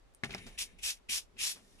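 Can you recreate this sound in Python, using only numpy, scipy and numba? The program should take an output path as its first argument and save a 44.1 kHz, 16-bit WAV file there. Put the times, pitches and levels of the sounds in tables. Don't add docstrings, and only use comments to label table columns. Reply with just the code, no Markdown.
import sys
import numpy as np
from scipy import signal
from scipy.fft import rfft, irfft
from scipy.io import wavfile
from scipy.ndimage import uniform_filter1d
from numba import njit

SR = 44100
rng = np.random.default_rng(int(sys.argv[2]) if len(sys.argv) > 2 else 0)


def makeup_ratio(level_db):
    decades = np.asarray(level_db, float) / 20
    return 10 ** decades


def master(y):
    cut = np.clip(np.atleast_2d(y).T, -1, 1)
    pcm = np.round(cut * 32767)
    wavfile.write(sys.argv[1], SR, pcm.astype(np.int16))


N = 79380
T = np.arange(N) / SR
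MID_SIDE = np.array([[1], [-1]])


def unit(x):
    return x / np.sqrt(np.mean(x ** 2))


@njit
def svf(x, hz, width_hz):
    y, b, l = np.empty(len(x)), 0., 0.
    for i in range(len(x)):
        g, k = np.tan(np.pi * hz[i] / SR), width_hz / hz[i]
        v = (b + g * (x[i] - l)) / (1 + g * (g + k))
        b, l, y[i] = 2 * v - b, l + 2 * g * v, k * v
    return y


def band(x, hz, width_hz):
    hz = np.clip(hz + np.zeros(len(x)), 1, SR / 2.5)
    once = svf(x, hz, 1. * width_hz)
    return svf(once, hz, 1. * width_hz)


def colour(x, table):
    freq_hz = np.fft.rfftfreq(N, 1 / SR) + 1
    point_hz, point_db = np.array(table).T
    gain = makeup_ratio(np.interp(np.log(freq_hz), np.log(point_hz), point_db))
    return unit(irfft(rfft(x) * gain, N))


def walk(rate_hz):
    k = int(SR / rate_hz)
    return unit(uniform_filter1d(uniform_filter1d(rng.standard_normal(N), k), k))


def ring(x, hz, t60_s):
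    pole = np.exp(2j * np.pi * hz / SR - np.log(1000) / (t60_s * SR))
    return signal.lfilter([1], [1, -pole], x).imag


def slips():
    per_s, spread_db = 14000, 3.5
    sign, size = rng.standard_normal((2, N))
    hit = rng.random(N) < per_s / SR
    return unit(hit * np.sign(sign) * makeup_ratio(spread_db * np.clip(size, -2, 2)))


def skin(curves, sheet, hollow_db):
    # (frequency [Hz], level [dB])
    fibre = [(250, -23.5), (500, -14), (1300, -9.5), (1900, -1), (5500, 7.5), (10500, -2), (12500, -5.5),
             (15300, -12.5)]
    # (frequency [Hz], width [Hz], level [dB])
    gap_modes = [(5480, 270, -22), (7540, 850, -21), (9720, 5100, -12.5)]
    base_hz, rise, width_hz, closed_db, fade_db = 2514, 0.22, 1150, 2.5, -25.5
    overtone, overtone_width_hz, overtone_db = 1.216, 990, -13.5
    shared = 0.61

    gain, opening = np.zeros(N), np.zeros(N)
    for rows in curves:
        s, db, o = np.array(rows).T
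        inside = (T >= s[0]) & (T <= s[-1])
        gain += inside * makeup_ratio(np.interp(T, s, db))
        opening += inside * np.clip(np.interp(T, s, o), 0, 1)

    catch = makeup_ratio(.9 * walk(150))
    gap_now = [(hz * (1 + .04 * walk(15)), w, db + 2.2 * walk(30)) for hz, w, db in gap_modes]
    sheet_now = [(hz * (1 + .012 * walk(20)), w, makeup_ratio(db + 3 * walk(35))) for hz, w, db in sheet]
    hollow_hz = base_hz * (1 + rise * opening ** 2 + .025 * walk(30))
    closed = makeup_ratio(closed_db + hollow_db + fade_db * opening)
    common = slips() * catch
    patches = []
    for _ in range(3):
        grit = slips() * catch
        near = grit + shared * common
        gaps = sum(makeup_ratio(db) * unit(band(grit, hz, w)) for hz, w, db in gap_now)
        hollow = closed * unit(band(near, hollow_hz, width_hz))
        second = unit(band(near, overtone * hollow_hz, overtone_width_hz))
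        hollow += makeup_ratio(overtone_db) * np.sqrt(closed) * second
        hollow += sum(g * unit(band(near, hz, w)) for hz, w, g in sheet_now)
        paper = unit(colour(grit, fibre) + gaps) * np.sqrt(opening + 0.051)
        patches.append(gain * (paper + hollow))
    return np.array(patches)


def palm_sweeps():
    # (time [s], pressure [dB], hand opening [0-1])
    strokes = [
        [(0.572, -105, 0.4), (0.578, -53, 0.07), (0.588, -39, 0.48), (0.618, -40, 0.72), (0.636, -46, 0.65),
         (0.672, -64.5, 0.8), (0.7, -87, 0.5)],
        [(0.778, -99, 0.4), (0.788, -60.5, 0.22), (0.814, -65, 0.2), (0.834, -43.5, 0.58), (0.86, -38, 0.63),
         (0.906, -38.5, 0.86), (0.98, -75.5, 0.75), (0.99, -75, 0.6)],
        [(1.078, -126, 0), (1.088, -58, 0.1), (1.096, -40.5, 0.32), (1.14, -36, 0.65), (1.178, -39.5, 0.89),
         (1.27, -85.5, 0.56)],
        [(1.355, -90, 0.2), (1.365, -81, 0.07), (1.378, -63, 0.18), (1.391, -46.5, 0.32), (1.415, -37.5, 0.44),
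         (1.473, -39.5, 1), (1.521, -45, 1), (1.539, -55, 1), (1.62, -78.5, 0.2)],
    ]
    # (time [s], pressure [dB], hand opening [0-1])
    next_stroke = [(1.782, -77, 0.42), (1.793, -69.5, 0.19), (1.81, -55, 0)]
    # (frequency [Hz], width [Hz], level [dB])
    sheet_modes = [(2520, 250, -24), (3390, 200, -26), (3730, 200, -24), (5750, 350, -23), (6800, 300, -26),
                   (7530, 350, -26), (9500, 600, -26)]
    return makeup_ratio(5.5) * skin(strokes + [next_stroke], sheet_modes, 0)


def resting_drag():
    # (time [s], level [dB], hand opening [0-1])
    drag = [(.236, -81, 1), (.26, -59, 0.11), (.40, -54, 0.05), (.56, -61, 0.1), (.70, -62.5, 0.1),
            (.77, -74, 0), (.98, -70, 0), (1.07, -97, 0), (1.30, -97, 0.53), (1.58, -72, 1),
            (1.70, -68, 0.78), (1.8, -69, 0.36)]
    # (frequency [Hz], width [Hz], level [dB])
    sheet_modes = [(1840, 90, -17), (2220, 200, -18), (3620, 350, -15), (5800, 450, -22), (6900, 500, -24),
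                   (9500, 1600, -19)]
    return skin([drag], sheet_modes, -6)


def fingers():
    scuff_s = [.2355, .242, .2355, .250, .294, .305, .322, .339, .347, .380, .463, .150, .462, 1.555, 1.367]
    # (length [s], level [dB], centre [Hz], width [Hz])
    scuffs = [(0.0092, -32.5, 1900, 2600), (0.023, -40.5, 2070, 3100), (0.014, -72, 9600, 4400),
              (0.034, -52.5, 800, 2100), (0.019, -52, 1600, 2500), (0.019, -43, 2600, 2350),
              (0.088, -52, 1660, 3700), (0.0095, -40, 2170, 930), (0.012, -41, 720, 2900),
              (0.012, -50.5, 2800, 3400), (0.044, -50.5, 1550, 8000), (0.024, -67, 9200, 2500),
              (0.28, -69.5, 690, 690), (0.056, -58.5, 780, 3800), (0.0078, -65, 4200, 1900)]
    # (time [s], level [dB], frequency [Hz], t60 [s])
    ticks = [(.1393, -51, 9300, .0015), (.1393, -56, 14000, .001), (.1485, -37, 9600, .0032),
             (.1485, -47, 6500, .001), (.2482, -33, 9300, .003), (.2481, -30, 6000, .0015),
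             (.3289, -32, 5200, .0012), (.3290, -38, 9800, .002), (.3476, -23, 5300, .005),
             (.3476, -33, 8500, .0015), (.3492, -33, 5600, .004), (.3805, -43, 5500, .002),
             (.3855, -37, 4800, .002), (.3900, -40, 2700, .006), (.4660, -46, 5800, .012),
             (1.4933, -31, 5500, .002), (.2948, -43, 4500, .002), (.2968, -45, 3600, .005),
             (.3078, -38, 4500, .002), (.3095, -37, 3300, .003), (.3140, -38, 2600, .008),
             (.3220, -45, 5800, .003), (.3240, -44, 3600, .003), (.3392, -42, 2050, .02),
             (.3540, -40, 5500, .004), (.3475, -37, 760, .03), (.2360, -23, 2000, .022),
             (.2384, -29, 2150, .012), (.2422, -27, 2450, .015), (.2447, -34, 1710, .02),
             (.2400, -39, 6000, .012), (.2575, -41, 6200, .004), (.265, -44, 142, .25),
             (.345, -45, 185, .3), (.385, -47, 108, .2), (.285, -45, 55, .25), (.455, -47, 235, .15),
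             (1.3685, -47, 2600, .02)]
    out, grit = np.zeros((3, N)), [slips() for _ in range(3)]
    for s, (length_s, db, hz, width_hz) in zip(scuff_s, scuffs):
        u = np.clip((T - s) / length_s, 0, None)
        shape = makeup_ratio(db + 1.8 * walk(350)) * np.minimum(u * 10, 1) * np.exp(-1.6 * u ** 1.6)
        out += [shape * unit(band(g, hz, width_hz)) for g in grit]
    for s, db, hz, t60_s in ticks:
        click = 1. * (np.arange(N) == int(s * SR))
        out[0] -= makeup_ratio(db) * ring(click, hz, t60_s)
    return out


def board():
    # (time [s], level [dB], contact [s])
    blows = [
        (0.2347, -18.5, 0.00064),
        (0.2435, -30.5, 0.00091),
        (.2475, -29, 0.00034),
        (0.2923, -34.5, 0.00032),
        (0.307, -32, 0.00043),
        (0.347, -30, 0.00038),
        (0.387, -39, 0.00038),
        (0.462, -32.5, 0.00085),
        (1.092, -40.5, 0.0011),
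        (1.563, -76, 0.0005),
    ]
    # (frequency [Hz], level [dB], t60 [s])
    modes = [(134, -7, 0.27), (198.3, -15, 0.29), (237.3, 1.5, 0.084), (389, 6.5, 0.07), (685, 1.5, 0.096),
             (796, 8, 0.073), (1330, -11, 0.036), (1750, -16, 0.027), (1960, -4, 0.04), (2430, -6, .03)]
    # (time [s], level [dB])
    weight = [(0.2, -106), (0.236, -61), (0.32, -52.5), (0.36, -57), (0.42, -56), (0.484, -58.5),
              (0.552, -69.5), (0.806, -65), (0.832, -86), (1.036, -79), (1.1, -63), (1.168, -90),
              (1.246, -79.5), (1.366, -63), (1.478, -75), (1.568, -64.5), (1.8, -70)]
    # (frequency [Hz], width [Hz], level [dB])
    rumble_modes = [(102, 10, -1.5), (145, 9, -8.5), (197, 72, 3), (252.2, 34, -1.5), (390, 170, 0)]
    scatter_db, detune = 2.5, 0.017

    out = np.zeros((3, N))
    chance = rng.standard_normal((len(blows), 3, len(modes)))
    for (s, db, contact_s), rows in zip(blows, chance):
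        push = np.exp(-((T - s - 2 * contact_s) / contact_s) ** 2)
        push /= -push.sum()
        for patch, share, row in zip(out, (1, .3, -.3), rows):
            for (hz, mode_db, t60_s), r in zip(modes, row):
                gain = share * makeup_ratio(db + mode_db - 17.5 + scatter_db * r)
                patch += gain * ring(push, hz * (1 + detune * r), t60_s)

    s, db = np.array(weight).T
    for patch, patch_db in zip(out, (.1, -5, -5)):
        rumble = sum(makeup_ratio(g) * unit(band(rng.standard_normal(N), hz, w)) for hz, w, g in rumble_modes)
        patch += makeup_ratio(np.interp(T, s, db) + patch_db) * unit(rumble)
    return signal.sosfilt(signal.butter(2, 90, "high", fs=SR, output="sos"), out)


def ports(patches, left_db):
    # (frequency [Hz], phase [rad])
    lead = [(0, 0), (600, .3), (2240, 1.9), (3300, 3.1), (5860, 5.5), (8100, 6.7), (10200, 7.6),
            (15400, 7.8)]
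    diffuse, room_t60_s, room_db = .55, .15, -24
    n_s = np.arange(int(.6 * SR)) / SR
    lag_rad = np.interp(np.fft.rfftfreq(N, 1 / SR), *np.array(lead).T)
    out = []
    for side, lag, own in ((1, 0, patches[1]), (-1, lag_rad, patches[2])):
        late = irfft(rfft(patches[0]) * np.exp(-1j * lag), N)
        direct = np.sqrt(1 - diffuse) * late + np.sqrt(diffuse) * own
        tail = rng.standard_normal(len(n_s)) * 1000. ** (-n_s / room_t60_s) * (n_s > .004)
        room = signal.fftconvolve(direct, tail / np.linalg.norm(tail))[:N]
        out.append(makeup_ratio(side * left_db / 2) * (direct + makeup_ratio(room_db) * room))
    return np.array(out)


def room_air():
    # (frequency [Hz], level [dB])
    hush = [(20, -28), (60, -15.5), (400, -10), (1200, -18.5), (4000, -26.5), (10500, -35.5),
            (12000, -41.5), (15300, -49)]
    # (time [s], level [dB])
    rocking = [(0.0, -58.5), (0.224, -67), (0.304, -54.5), (0.39, -62), (0.456, -51.5), (0.656, -59.5),
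               (0.866, -52), (0.906, -66), (1.082, -63), (1.108, -54), (1.328, -65), (1.358, -58),
               (1.598, -67), (1.8, -61)]
    mid, side = (colour(rng.standard_normal(N), hush) for _ in range(2))
    side = side - .5 * band(side, 100, 550)
    s, db = np.array(rocking).T
    gain = makeup_ratio(-4.9 + np.interp(T, s, db))
    sway_mid, sway_side = (gain * unit(band(rng.standard_normal(N), 33, 34)) for _ in range(2))
    return makeup_ratio(-72) * (mid + side * MID_SIDE) + sway_mid + 0.7 * sway_side * MID_SIDE


def scene():
    hand = palm_sweeps() + resting_drag() + fingers()
    return ports(hand, left_db=1.0) + ports(board(), left_db=2.5) + room_air()


def band_limit(x):
    return signal.sosfilt(signal.butter(12, 15860, fs=SR, output="sos"), x)


def record(dry):
    low_pass = signal.ellip(8, .1, 60, 15150, fs=SR, output="sos")
    mix = signal.sosfiltfilt(low_pass, dry)
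    return band_limit(mix)


dry = scene()
out = record(dry)
master(out)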